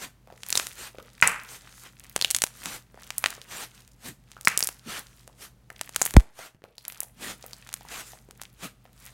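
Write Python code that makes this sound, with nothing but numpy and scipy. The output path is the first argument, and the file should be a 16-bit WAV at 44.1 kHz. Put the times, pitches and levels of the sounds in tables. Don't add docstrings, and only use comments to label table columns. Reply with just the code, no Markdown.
import sys
import numpy as np
from scipy import signal
from scipy.fft import rfft, irfft, next_fast_len
from scipy.io import wavfile
from scipy.ndimage import uniform_filter1d

SR = 44100
rng = np.random.default_rng(int(sys.argv[2]) if len(sys.argv) > 2 else 0)


def waveform_to_disk(signal):
    frames = np.transpose(np.atleast_2d(signal))
    scaled = np.clip(frames, -1, 1) * 32767
    samples = np.round(scaled).astype(np.int16)
    wavfile.write(sys.argv[1], SR, samples)


N = 402633
TIME = np.arange(N) / SR

# frequency in Hz, rms level in dB ahead of the dip.
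HUM = [(49.5, -63), (120, -63), (127, -69.5)]
# frequency in Hz, relative level in dB.
FLOOR_COLOUR = [(20, -32.5), (44, 0.5), (65, 2), (100, -3.5), (200, 0.5), (320, -11), (700, -16),
                (2000, -23.5), (16000, -33.5)]
# time in seconds, gain in dB.
FLOOR_DIP = [(6.17, 0), (6.25, -14), (6.55, -13), (7.2, 0)]

# start in seconds, hold in seconds, level in dB ahead of the body and fizz trims,
# treble in dB relative to that level.
PEELS = [(.022, 0.022, -38, -1), (.79, 0.083, -41.5, -1.5), (1.5, 0.063, -48, 3),
         (1.858, 0.0074, -44.5, -14), (2.66, 0.098, -39, -1), (3.52, 0.12, -39, -1), (4.057, 0.031, -42, 1),
         (4.895, 0.091, -35.5, -4.5), (5.422, 0.029, -45.5, 1.5), (6.39, 0.073, -45, -3),
         (7.23, 0.084, -37, -2), (7.92, 0.09, -39.5, -1.5), (8.637, 0.018, -37.5, -2)]
PEEL_RISE_DB_PER_S, PEEL_FALL_DB_PER_S = 423, 420.5
# start in seconds, hold in seconds, grip in dB (drives the crackle, and the swish after trims),
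# treble in dB relative to the grip.
SQUEEZES = [(.56, .06, -39.5, 4), (.98, 0.54, -61, -3.5), (1.62, 0.088, -55, -3.5),
            (1.77, 0.056, -60.5, 12), (2.06, 0.012, -54.5, -10.5), (2.22, 0.065, -47.5, -2),
            (2.34, 0.097, -61.5, -24), (2.59, 0.049, -49.5, 1), (3.03, .14, -55, -3.5),
            (3.26, 0.059, -43, -7), (3.76, 0.033, -55, -2), (4.31, 0.15, -64, -3.5), (4.59, 0.12, -52, -2),
            (5.06, 0.16, -62.5, 2.5), (5.82, 0.051, -56, -5.5), (6, 0.073, -44.5, -1.5),
            (6.88, 0.11, -55, -18), (7.42, 0.46, -57.5, -4), (8.07, 0.036, -53, 6.5), (8.41, .03, -59, -9),
            (9.03, 0.053, -53, -1)]
SQUEEZE_RISE_DB_PER_S, SQUEEZE_FALL_DB_PER_S = 158.5, 149
# frequency in Hz, relative level in dB.
PEEL_BODY = [(80, -6), (200, -2), (600, -0.5), (900, -0.5), (1400, 2.5), (2200, 0), (3300, -2),
             (4600, -7.5), (7000, -26.5), (16000, -50.5)]
# frequency in Hz, relative level in dB.
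PEEL_FIZZ = [(500, -42.5), (3000, -13.5), (5000, -3.5), (6500, 2), (9500, 1.5), (10800, -3.5), (13000, -2),
             (16000, -13.5)]

# frequency in Hz, time to fall 60 dB in seconds.
ROOM_T60 = [(200, .35), (700, .46), (1800, .43), (5000, .33), (10000, .29), (16000, .19)]
# frequency in Hz, relative level in dB.
ROOM_COLOUR = [(100, 1.5), (600, -3), (1600, -3.5), (4500, -3), (9000, 0), (16000, 7.5)]

# swell centre in seconds, peak level in dB, half length (Gaussian sigma) in seconds.
SHIFTS = [(0.05, -49, 0.02), (2.672, -48, 0.027), (4.087, -41, 0.021), (4.879, -41.5, 0.01),
          (7.262, -49, 0.053), (8.647, -35, 0.012)]
# frequency in Hz, relative level in dB.
SHIFT_COLOUR = [(50, -22), (125, -6), (170, 0), (255, -1), (380, -13), (1000, -38)]

# start in seconds, level in dB (rms of the ring at full swell), ring midway through its sag in Hz.
SQUELCHES = [(.274, -44.5, 530), (.302, -41.5, 740), (.325, -42, 550), (.947, -42.5, 540),
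             (0.985, -32.5, 512), (2.944, -44.5, 480), (2.975, -42, 715), (3.379, -41.5, 509),
             (4.367, -38.5, 1330), (5.277, -43.5, 571), (5.702, -41.5, 649), (6.143, -29.5, 309),
             (6.391, -34.5, 663), (6.547, -49, 150), (6.62, -49, 341.6), (6.64, -38.5, 543),
             (7.029, -41.5, 720), (7.441, -37.5, 573), (7.81, -43.5, 840), (7.851, -40.5, 887),
             (8.134, -42, 730), (8.288, -43.5, 392), (8.854, -46.5, 620)]
TRAIL_S, TRAIL_DB, TRAIL_OCTAVES = 0.023, -13, 0.92

# time in seconds, level in dB over 1 ms ahead of scatter, ring in Hz, sharpness (no unit).
POPS = [(0.4339, -28.5, 3200, 0.93), (0.465, -34, 5000, .3), (0.4875, -28, 14000, 1.8),
        (0.5042, -19.5, 11900, 0.24), (.527, -12.5, 4770, 0.95), (0.5546, -11.5, 3920, 6),
        (0.574, -16, 4180, 0.49), (0.576, -7.5, 5360, 1), (0.5614, -26, 9000, .5),
        (0.598, -18.5, 1960, 0.41), (0.669, -24, 4300, 0.36), (1.214, -26, 7940, 2.3),
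        (1.2751, -4.5, 8400, 2), (1.2813, -23, 8970, 1.6), (1.9975, -38.5, 9000, 0.56),
        (2.039, -42, 5000, 0.16), (2.1628, -11, 1570, 0.12), (2.2135, -14, 3870, 1.7),
        (2.2236, -16, 4400, 3), (2.247, -8, 3260, 2.1), (2.3049, -17.5, 5440, 0.64),
        (2.3109, -11, 7300, 0.47), (2.3478, -8, 4300, 0.64), (2.3645, -14.5, 7800, .4),
        (2.3867, -25, 4700, .5), (2.4201, -10.5, 4350, .4), (2.431, -30, 14000, 0.38),
        (2.4388, -6, 3780, 0.25), (2.6581, -22, 2960, .4), (3.1053, -22.5, 2220, 0.56),
        (3.1822, -14.5, 11030, 1.2), (3.241, -11.5, 1904, 0.75), (3.2604, -9, 2500, 0.78),
        (3.3045, -29, 9000, 0.46), (3.4163, -34.5, 3670, 1.5), (3.8777, -45, 5000, .3),
        (4.317, -39, 3470, 0.39), (4.4113, -33, 13080, 0.17), (4.45, -23.5, 5230, 3.4),
        (4.4544, -24, 9050, 0.86), (4.4828, -13.5, 7590, 0.75), (4.5757, -5.5, 7200, 0.55),
        (4.592, -18, 14000, 0.89), (4.606, -18, 4800, 0.22), (4.6269, -13.5, 5160, 3.2),
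        (4.638, -17.5, 10700, 1.8), (4.6454, -21.5, 9500, .7), (4.6727, -15, 13900, 0.33),
        (4.6895, -23, 2980, 0.092), (4.994, -29.5, 11850, 0.8), (5.277, -39.5, 6000, 0.25),
        (5.7031, -32, 1650, 1.5), (5.8126, -20, 2816, 0.21), (5.8932, -32.5, 2090, 0.083),
        (5.962, -10, 5100, 0.19), (6.0163, -8, 2235, 0.11), (6.0201, -10, 6800, 3.5),
        (6.0288, -22, 9600, 2), (6.054, -16.5, 12000, 1.1), (6.062, -18, 6460, 0.067),
        (6.0662, -20, 13900, 1.5), (6.1084, -27.5, 6600, .2), (6.139, -25.5, 3500, .2),
        (6.1665, -5, 1345, 0.26), (6.782, -33.5, 4390, 4.2), (6.852, -32.5, 3430, 0.54),
        (6.8816, -22.5, 12900, 2.6), (6.9003, -35.5, 2500, 1.1), (6.923, -35.5, 4650, 0.22),
        (7.0048, -18, 12000, 0.97), (7.0328, -29.5, 14000, 0.46), (7.464, -34, 14000, 1.8),
        (7.5329, -30.5, 4640, 3.7), (7.673, -41, 3030, 0.21), (7.51, -45, 3020, 0.51),
        (7.691, -34, 2500, 0.45), (7.7288, -32, 4300, 0.34), (7.7404, -21, 8250, 0.22),
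        (8.31, -39, 3500, 0.25), (8.4166, -28.5, 5350, 0.098), (8.4353, -36.5, 3900, .2),
        (9.0636, -38.5, 10200, .2)]
# frequency in Hz, relative level in dB.
POP_COLOUR = [(60, -6.5), (200, 6), (700, 6.5), (2200, 2), (3500, 0.5), (4900, -1), (6500, 3), (9500, 4),
              (11000, 2), (16000, -6)]
LEAD_S = 1 / 1000
RING_ROOM_DB_PER_DOUBLING, FACING_SHARE, TYPICAL_POP_DB = 2, .3, -16
CHAIN_S, CHAIN_DB, CHAIN_FADE_DB_PER_S = .05, -17, 298.5

# time in seconds, level in dB over 1 ms ahead of scatter, ring in Hz, -3 dB width in Hz,
# crack in dB relative to the bark ahead of its filters, extra room send in dB.
POCKETS = [(1.225, -2, 1990, 1650, -22, -9.5), (1.227, -0.5, 1840, 1642, -15, 6.5),
           (4.4734, 3.5, 1910, 1490, -8, -7)]
EDGE_HZ = 16300


def amp(db):
    return 10 ** (np.asarray(db) / 20)


def unit(x):
    return x / np.sqrt(np.mean(x ** 2) + 1e-20)


def read(points, hz):
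    f, value = np.transpose(points)
    return np.interp(np.log(hz + 1), np.log(f + 1), value)


def add(mix, s, sound):
    part = mix[max(round(s * SR), 0):][:len(sound)]
    part += sound[:len(part)]


def colour(x, points):
    size = next_fast_len(len(x))
    gain = amp(read(points, np.fft.rfftfreq(size, 1 / SR)))
    return unit(irfft(rfft(x, size) * gain, size)[:len(x)])


def floor(floor_db=-62.0):
    hum = sum(amp(db) * np.sqrt(2) * np.sin(2 * np.pi * (hz * TIME + rng.random())) for hz, db in HUM)
    rumble_and_hiss = amp(floor_db) * colour(rng.standard_normal(N), FLOOR_COLOUR)
    dip = amp(np.interp(TIME, *np.transpose(FLOOR_DIP)))
    return dip * (hum + rumble_and_hiss)


def strokes(rows, rise_db_per_s, fall_db_per_s, size=64):
    t, body_power, treble_power = TIME[::size], 0, 0
    for s, hold_s, db, treble_db in rows:
        rise_db = rise_db_per_s * np.maximum(s - t, 0)
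        fall_db = fall_db_per_s * np.maximum(t - s - hold_s, 0)
        gain = amp(db - rise_db - fall_db)
        body_power = body_power + gain ** 2
        treble_power = treble_power + (gain * amp(treble_db)) ** 2
    return np.sqrt([np.interp(TIME, t, body_power), np.interp(TIME, t, treble_power)])


def threads(per_s, spread_db):
    strength = amp(spread_db * np.minimum(rng.exponential(1, N), 4))
    return strength * rng.choice([-1, 1], N) * (rng.random(N) < per_s / SR)


def patchy(x, depth_db, size=512):
    z = signal.stft(x, nperseg=size)[2]
    across_bands = uniform_filter1d(rng.standard_normal(z.shape), size=5, axis=0)
    patches = unit(uniform_filter1d(across_bands, size=7, axis=1))
    return unit(signal.istft(z * amp(depth_db * patches), nperseg=size)[1][:N])


def peeling(pull, treble, body_db=-3.0, fizz_db=-2.5):
    train = threads(per_s=11000, spread_db=2.5)
    body = patchy(colour(train, PEEL_BODY), depth_db=1.8)
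    fizz = patchy(colour(train, PEEL_FIZZ), depth_db=2.5)
    return amp(body_db) * pull * body + amp(fizz_db) * treble * fizz


def room(x, delay_s=0.0013, size=256):
    taps = rng.standard_normal(SR // 2) * (rng.random(SR // 2) < .2)
    hz, t, z = signal.stft(taps, SR, nperseg=size)
    fade_db = read(ROOM_COLOUR, hz)[:, None] - 60 * t / read(ROOM_T60, hz)[:, None]
    tail = signal.istft(z * amp(fade_db), SR, nperseg=size)[1]
    tail *= np.minimum(np.arange(len(tail)) / SR / delay_s, 1)
    return signal.fftconvolve(x, tail / np.linalg.norm(tail))[:N]


def shifts():
    swell = sum(amp(db) * np.exp(-((TIME - s) / half_s) ** 2 / 2) for s, db, half_s in SHIFTS)
    return swell * colour(rng.standard_normal(N), SHIFT_COLOUR)


def bubbles(count=4):
    for (s, db, ring_hz), trail in zip(SQUELCHES, rng.random((len(SQUELCHES), count, 2))):
        yield s, db, ring_hz
        for late, detune in trail:
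            octaves = TRAIL_OCTAVES * (2 * detune - .5)
            yield s + TRAIL_S * late, db + TRAIL_DB, ring_hz * 2 ** octaves


def squelches(size=2048, swell_s=0.00085, sag=0.088, sag_s=0.0044):
    out, t = np.zeros(N), np.arange(size) / SR
    swell = t / swell_s * np.exp(1 - t / swell_s)
    for s, db, ring_hz in bubbles():
        turns = np.cumsum(ring_hz * (1 + sag * np.exp(-t / sag_s) - sag / 2)) / SR
        ring = swell * np.sqrt(2) * np.sin(2 * np.pi * turns)
        wet_noise = colour(rng.standard_normal(size), [(200, 0.5), (1800, -1.5), (9000, -25.5)])
        tick = wet_noise * np.exp(-t / swell_s)
        add(out, s, amp(db) * (ring + tick))
    return out


def click(gain, lag=1):
    log_gain = np.log(np.maximum(np.r_[gain, gain[-2:0:-1]], 1e-5))
    phase = -lag * signal.hilbert(log_gain).imag
    pulse = np.fft.ifft(np.exp(log_gain + 1j * phase)).real
    return np.roll(pulse, round(LEAD_S * SR)) * np.sqrt(SR / 1000) / np.linalg.norm(pulse)


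def scatter(size=2048, near_db=-9, near_s=0.0024, echo_s=0.0012, echo_db=-17):
    t = np.arange(size) / SR
    paths = rng.standard_normal(size) * np.exp(-t / near_s)
    paths *= amp(near_db) / np.linalg.norm(paths)
    paths[0] = 1
    bounce = round(echo_s * SR * rng.uniform(.8, 1.2))
    paths[min(bounce, size - 1)] += amp(echo_db)
    return paths


def lead_noise(size, lead_db=-20, lead_s=0.00038):
    before_s = np.arange(size)[::-1] / SR
    noise = rng.standard_normal(size) ** 3 * np.exp(-before_s / lead_s)
    return amp(lead_db) * noise / np.linalg.norm(noise)


def spill(db, q):
    return amp(RING_ROOM_DB_PER_DOUBLING * np.log2(q) - FACING_SHARE * (db - TYPICAL_POP_DB))


def pops(size=1024, skirt_db=-20, count=2):
    direct, feed, hz = np.zeros(N), np.zeros(N), np.fft.rfftfreq(size, 1 / SR) + 1
    for (s, db, ring_hz, q), neighbours in zip(POPS, rng.random((len(POPS), count))):
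        resonance = 1 / (1 + (q * (hz / ring_hz - ring_hz / hz)) ** 2)
        cavity = resonance + amp(skirt_db)
        snap = click(cavity * amp(read(POP_COLOUR, hz)), lag=0.5)
        pop = amp(db) * signal.fftconvolve(snap, scatter())
        add(direct, s - LEAD_S, pop)
        add(feed, s - LEAD_S, pop * spill(db, q))
        lead = amp(db) * signal.fftconvolve(snap, lead_noise(size))
        add(direct, s - LEAD_S - size / SR, lead)
        for late_s in CHAIN_S * neighbours:
            add(direct, s + late_s, amp(db + CHAIN_DB - CHAIN_FADE_DB_PER_S * late_s) * snap)
    return direct, feed


def crackle(squeeze, crackle_db=-57, growth=0.69):
    busy_db = -58
    out, hz = np.zeros(N), np.fft.rfftfreq(512, 1 / SR) + 1
    for ring_hz in np.geomspace(1400, 12000, 9):
        cavity = 1 / (1 + (hz / ring_hz - ring_hz / hz) ** 2)
        tick = signal.fftconvolve(click(cavity, lag=0.27), scatter())
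        out += unit(signal.oaconvolve(threads(per_s=11, spread_db=4), tick)[:N])
    return unit(out) * amp(crackle_db) * (squeeze / amp(busy_db)) ** growth


def pockets(size=2048, crack_hz=6500, thud_db=-14, thud_hz=180, thud_width_hz=110):
    direct, feed, hz = np.zeros(N), np.zeros(N), np.fft.rfftfreq(size, 1 / SR)
    for s, db, ring_hz, width_hz, crack_db, room_db in POCKETS:
        cavity = 1 / np.sqrt(1 + (2 * (hz - ring_hz) / width_hz) ** 8)
        thud = amp(thud_db) / (1 + (2 * (hz - thud_hz) / thud_width_hz) ** 2)
        crack = amp(crack_db) * hz / (hz + ring_hz) / np.hypot(1, (hz / crack_hz) ** 3)
        pop = amp(db) * click(cavity + thud + crack, lag=.8)
        add(direct, s - LEAD_S, signal.fftconvolve(pop, scatter(near_db=-13.5, near_s=0.0038)))
        add(feed, s - LEAD_S, pop * amp(room_db))
    return direct, feed


def puff(puff_db=3.0, lead_db=-11, size=16384):
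    s, start_hz, end_hz, lead_s = 6.1672, 440, 44, 1 / 52
    rise_s, fall_s, last_s, settle_s, settle_db = .0018, .0028, .0225, .06, -34
    out, t = np.zeros(N), np.arange(size) / SR
    turns = np.cumsum(end_hz + (start_hz - end_hz) * np.exp(-t / fall_s)) / SR
    swing = amp(puff_db) * np.sin(2 * np.pi * turns) * np.exp(-(t / last_s) ** 2)
    settling = amp(settle_db) * np.exp(-t / settle_s)
    add(out, s, (swing + settling) * (1 - np.exp(-t / rise_s)))
    push = np.linspace(0, 1, round(SR * lead_s))
    add(out, s - lead_s, amp(lead_db) * push * np.sin(2 * np.pi * push ** 2))
    return out


def scene(pop_room_db=-14.5, pocket_room_db=-5, squelch_room_db=-3.5, tick_room_db=-10,
          peel_room_db=-14, squeeze_fizz_db=-2):
    peel = strokes(PEELS, PEEL_RISE_DB_PER_S, PEEL_FALL_DB_PER_S)
    squeeze = strokes(SQUEEZES, SQUEEZE_RISE_DB_PER_S, SQUEEZE_FALL_DB_PER_S)
    pull, treble = np.hypot(peel, amp(squeeze_fizz_db) * squeeze)
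    swish = peeling(pull, treble)
    soft = squelches()
    small, small_feed = pops()
    ticks = crackle(squeeze[0])
    large, large_feed = pockets()
    wet = room(amp(pop_room_db) * small_feed + amp(pocket_room_db) * large_feed
               + amp(squelch_room_db) * soft + amp(tick_room_db) * ticks + amp(peel_room_db) * swish)
    return (small + large + soft + ticks + swish + wet + shifts() + puff() + floor())[None]


def record(dry):
    knee = .5
    over = np.maximum(abs(dry) - knee, 0)
    rounded = np.sign(dry) * (abs(dry) - over + (1 - knee) * np.tanh(over / (1 - knee)))
    low_pass = signal.firwin(201, EDGE_HZ, window=("kaiser", 9), fs=SR)
    return signal.oaconvolve(rounded, low_pass[None], "same")


dry = scene()
out = record(dry)
waveform_to_disk(out)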